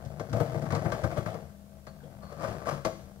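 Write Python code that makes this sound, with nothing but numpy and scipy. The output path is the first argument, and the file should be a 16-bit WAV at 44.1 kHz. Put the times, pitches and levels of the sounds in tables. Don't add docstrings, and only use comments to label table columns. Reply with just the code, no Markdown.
import sys
import numpy as np
from scipy import signal
from scipy.fft import rfft, irfft
from scipy.io import wavfile
from scipy.ndimage import uniform_filter1d

SR = 44100
rng = np.random.default_rng(int(sys.argv[2]) if len(sys.argv) > 2 else 0)


def store_wav(level_fs):
    pcm = np.round(np.clip(np.atleast_2d(level_fs), -1, 1) * 32767)
    wavfile.write(sys.argv[1], SR, pcm.T.astype(np.int16))


N = 141120


def amp(db):
    return 10 ** (np.asarray(db) / 20)


def evened(x):
    return x / np.sqrt(np.mean(x ** 2, axis=-1, keepdims=True) + 1e-20)


def read(points, hz, column=1):
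    table = np.transpose(points)
    return np.interp(np.log(hz + 1), np.log(table[0] + 1), table[column])


def add(mix, start_s, sound):
    start = max(round(start_s * SR), 0)
    part = mix[:, start:][:, :sound.shape[1]]
    part += sound[:, :part.shape[1]]


def colour(x, points, size=4096):
    hz = abs(np.fft.fftfreq(size, 1 / SR))
    log_gain = np.log(amp(read(points, hz)))
    response = np.exp(np.conj(signal.hilbert(log_gain)))
    kernel = np.fft.ifft(response).real[:size // 2]
    return signal.fftconvolve(x, kernel[None], axes=1)[:, :x.shape[1]]


def drift(count=12):
    t = np.arange(N) / SR
    return evened(sum(np.sin(2 * np.pi * (f * t + rng.random())) for f in np.geomspace(.4, 9, count)))


def grit(size, per_s, spread_db):
    decay_s = 0.0016
    happens = rng.random(size) < per_s / SR
    strength = amp(spread_db * np.minimum(rng.exponential(1, size), 3.5)) * happens
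    power = signal.lfilter([1], [1, -np.exp(-2 / (decay_s * SR))], strength ** 2)
    return np.sqrt(power) * rng.standard_normal((2, size))


def hiss():
    # frequency in Hz, relative level in dB.
    hiss_spectrum = [(2000, 0.61), (15500, 0.18)]
    level_db = -65
    return amp(level_db) * evened(colour(rng.standard_normal((2, N)), hiss_spectrum))


def engine():
    # average frequency in Hz, level in dB.
    hum_tones = [(31, -62.5), (72, -54), (199.2, -52), (645, -65.5)]
    # frequency in Hz, relative level in dB.
    rumble_spectrum = [(20, -42), (45, -9), (72, 13), (100, -8.5), (140, 6), (210, 2.5), (260, -6.5),
                       (400, -26.5), (620, -9), (850, -31.5), (4000, -51)]
    wander_hz, flutter, rumble_db = 1.07, 0.28, -51.5

    tones = 0
    for hz, db in hum_tones:
        strength = 1 + flutter * drift()
        phase = 2 * np.pi * np.cumsum(hz + wander_hz * drift()) / SR
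        tones = tones + amp(db) * evened(strength * np.sin(phase))
    noise = colour(rng.standard_normal((2, N)), rumble_spectrum)
    rumble = evened((1 + flutter * drift()) * noise)
    return tones * np.array([[1], [0]]) + amp(rumble_db) * rumble


def yard(x, size=256):
    # frequency in Hz, time to fall by 60 dB in seconds.
    echo_times = [(100, 0.68), (700, 0.3), (3000, 0.62), (12000, 0.72)]
    level_db, rise_s = -8, 0.022
    hz, t, bands = signal.stft(rng.standard_normal((2, SR)), SR, nperseg=size)
    fade = np.exp(-np.log(1000) * t / read(echo_times, hz)[:, None])
    rise = np.minimum(t / rise_s, 1)
    tail = signal.istft(bands * fade * rise, SR, nperseg=size)[1]
    tail = tail / np.linalg.norm(tail[0])
    return amp(level_db) * signal.fftconvolve(x, tail, axes=1)[:, :N]


def grinding():
    # time in seconds, level in dB.
    grind_levels = [(0, -45), (.30, -44.5), (.35, -33.5), (.5, -36), (.68, -36.5), (0.949, -35),
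                    (1.118, -35.5), (1.3, -38), (1.42, -46), (1.6, -57), (1.95, -54.5), (2.36, -46.5),
                    (2.46, -39), (2.6, -39.5), (2.82, -49.5), (3.2, -52.5)]
    # frequency in Hz, relative level in dB.
    rubble_spectrum = [(40, -24), (85, 0), (140, 3), (290, -13), (520, -8.5), (680, -6), (900, -15),
                       (1300, -18), (2100, -25.5), (3200, -41.5), (4800, -35.5), (15500, -48.5)]
    per_s, spread_db = 900, 4
    level = amp(np.interp(np.arange(N) / SR, *np.transpose(grind_levels)))
    return level * evened(colour(grit(N, per_s, spread_db), rubble_spectrum))


def scraping():
    # time of the peak in seconds, level in dB, swell in seconds, fade in seconds.
    scrape_events = [(2.232, -47, 0.009, 0.067), (2.329, -43.5, 0.016, 0.014), (2.42, -33, 0.02, 0.083),
                     (2.46, -34.5, 0.042, 0.058), (2.695, -25, 0.028, 0.033), (2.779, -39.5, 0.011, 0.012)]
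    # frequency in Hz, relative level in dB.
    scrape_spectrum = [(60, -22.5), (140, 3), (230, -5.5), (400, -10.5), (570, 1), (900, -10), (1170, 0),
                       (1400, -10), (2200, -18.5), (3200, -33.5), (5000, -27.5), (15500, -43)]
    slips_per_s, spread_db = 1500, 2.5
    t = np.arange(N) / SR
    power = 0
    for peak_s, db, swell_s, fade_s in scrape_events:
        fall = np.maximum((peak_s - t) / swell_s, (t - peak_s) / fade_s)
        power = power + (amp(db) * np.exp(-fall)) ** 2
    return np.sqrt(power) * evened(colour(grit(N, slips_per_s, spread_db), scrape_spectrum))


def groans():
    # start in seconds, length in seconds, start pitch in Hz, end pitch in Hz,
    # level in dB before the rise and fall.
    groan_events = [(0.347, 0.33, 650, 646.3, -41), (0.923, 0.13, 654, 641.5, -36.5),
                    (1.173, .035, 578, 554, -29), (1.263, 0.092, 641.4, 646.4, -34),
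                    (1.877, 0.029, 4370, 4290, -58), (2.0, 0.057, 1542, 1410, -60),
                    (2.033, 0.045, 459, 566, -45), (2.22, 0.17, 1150, 1235, -57),
                    (2.222, 0.15, 4350, 4430, -65), (2.32, 0.06, 573, 540, -43),
                    (2.485, 0.072, 143, 145, -35.5), (2.72, 0.075, 142, 145, -34)]
    rise_s, smooth_s = 0.0033, 0.0023
    pitch_wander, judder = 0.03, 0.6
    out = np.zeros((2, N))
    for start_s, length_s, start_hz, end_hz, db in groan_events:
        t = np.arange(0, length_s, 1 / SR)
        noise = rng.standard_normal((2, len(t)))
        wander = evened(uniform_filter1d(noise, max(round(smooth_s * SR), 1)))
        glide_hz = start_hz + (end_hz - start_hz) * t / length_s
        hz = glide_hz * (1 + pitch_wander * wander)
        tone = np.sin(2 * np.pi * np.cumsum(hz, axis=1) / SR) * (1 + judder * wander[::-1])
        shape = np.minimum(t / rise_s, 1) * (1 - (t / length_s) ** 2)
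        add(out, start_s, amp(db) * shape * evened(tone))
    return out


def jaws(x):
    # frequency in Hz, gain at that frequency in dB, time to fall by 60 dB in seconds.
    ring_tones = [(143.4, 1, 0.22), (329, -1.5, 0.1), (468, -2, 0.16), (561.5, -1.5, 0.11),
                  (642.9, 6, 0.25), (1164, -6, 0.15), (1560, -2.5, 0.041)]
    t = np.arange(SR // 2) / SR
    ring = 0
    for hz, db, t60_s in ring_tones:
        fade = np.exp(-np.log(1000) * t / t60_s)
        ring = ring + amp(db) * 2 * fade / fade.sum() * np.cos(2 * np.pi * hz * t)
    return signal.fftconvolve(x, ring[None], axes=1)[:, :N]


def burst(level_db, spectrum, shape, size=8192):
    chips_per_s, spread_db = 2500, 1
    gain_db, rise_s, decay_s = shape
    t = np.arange(size) / SR
    swell_and_fade = (1 - np.exp(-t / rise_s)) * np.exp(-t / decay_s)
    sound = colour(grit(size, chips_per_s, spread_db) * swell_and_fade, spectrum)
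    window = .03 * SR
    return amp(level_db + gain_db) * evened(sound) * np.sqrt(window / size)


def cracks():
    # start in seconds, then levels of thud, crunch, clack and snap in dB before the shape's gain.
    crack_events = [(.049, -39, -64, -80, -61), (.196, -36.5, -36, -41, -54.5),
                    (.295, -35.5, -62, -56, -61), (.329, -30.5, -33, -40, -50),
                    (.360, -30.5, -33, -42.5, -69), (.399, -25, -28, -34.5, -54),
                    (.542, -30, -37, -44.5, -66), (.620, -32.5, -40, -49.5, -60),
                    (.654, -36.5, -51, -44, -62), (.704, -37, -40.5, -36.5, -52),
                    (.721, -25.5, -34.5, -35, -50.5), (.749, -35, -35, -35, -46),
                    (.815, -40, -39, -45, -74), (.853, -25.5, -33.5, -37, -59),
                    (.918, -31.5, -33.5, -34, -48.5), (1.035, -27, -31, -34, -50.5),
                    (1.111, -66, -39, -42, -60), (1.169, -30.5, -33, -39, -56.5),
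                    (1.259, -38.5, -42.5, -38, -57), (1.341, -41.5, -39.5, -44.5, -61),
                    (1.867, -49, -49.5, -49.5, -60.5), (2.848, -34.5, -29, -31, -41.5)]
    # frequency in Hz, relative level in dB.
    thud = [(40, -23), (66, -10.5), (100, 0), (140, 1), (185, -5.5), (250, -10), (600, -64.5)]
    crunch = [(160, -15.5), (320, -2), (400, -6.5), (500, 1), (700, 0.5), (1300, -41)]
    clack = [(500, -13), (1150, 3), (1700, -7.5), (2200, -9), (2800, -26), (4200, -52)]
    snap = [(1000, 8.5), (3200, 0), (4500, 6.5), (6400, 4), (8000, -2.5), (10000, -6.5), (15500, -26)]
    # extra gain in dB, rise in seconds, decay in seconds.
    thud_shape = (0.36, 0.0062, 0.016)
    crunch_shape = (1.08, 0.009, 0.015)
    clack_shape = (0.51, 0.0013, 0.02)
    snap_shape = (1.6, 0.0003, 0.014)

    parts = [(thud, thud_shape), (crunch, crunch_shape), (clack, clack_shape), (snap, snap_shape)]
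    out = np.zeros((2, N))
    for start_s, *levels_db in crack_events:
        add(out, start_s, sum(burst(db, *part) for db, part in zip(levels_db, parts)))
    return out


def ports(x):
    # frequency in Hz, right level against left in dB, likeness from 0 to 1, lag in radians.
    port_table = [(80, -10, 0.86, 0.3), (800, -11, 1, 0.19), (927, -12, 0.64, 1.7),
                  (1190, -20.5, 0.75, 5.2), (1920, -10.5, 0.73, 3.96), (3300, 7, 0.23, 2.45),
                  (4130, -0.5, 0.5, 4.94), (9100, 0, 0.38, 3.04)]
    hz = np.fft.rfftfreq(N, 1 / SR)
    left, other = rfft(x)
    likeness = np.clip(read(port_table, hz, column=2), 0, 1)
    lagged = np.exp(-1j * read(port_table, hz, column=3)) * left
    blend = likeness * lagged + np.sqrt(1 - likeness ** 2) * other
    right = amp(read(port_table, hz)) * blend
    return irfft(np.array([left, right]), N)


def scene():
    stone = cracks() + grinding() + scraping()
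    crusher = stone + jaws(stone) + groans()
    return ports(crusher + yard(crusher) + engine()) + hiss()


def record(dry):
    edge_hz = 15750
    kernel = signal.firwin(511, edge_hz, window=("kaiser", 9), fs=SR)
    return signal.oaconvolve(dry, kernel[None], "same")


dry = scene()
out = record(dry)
store_wav(out)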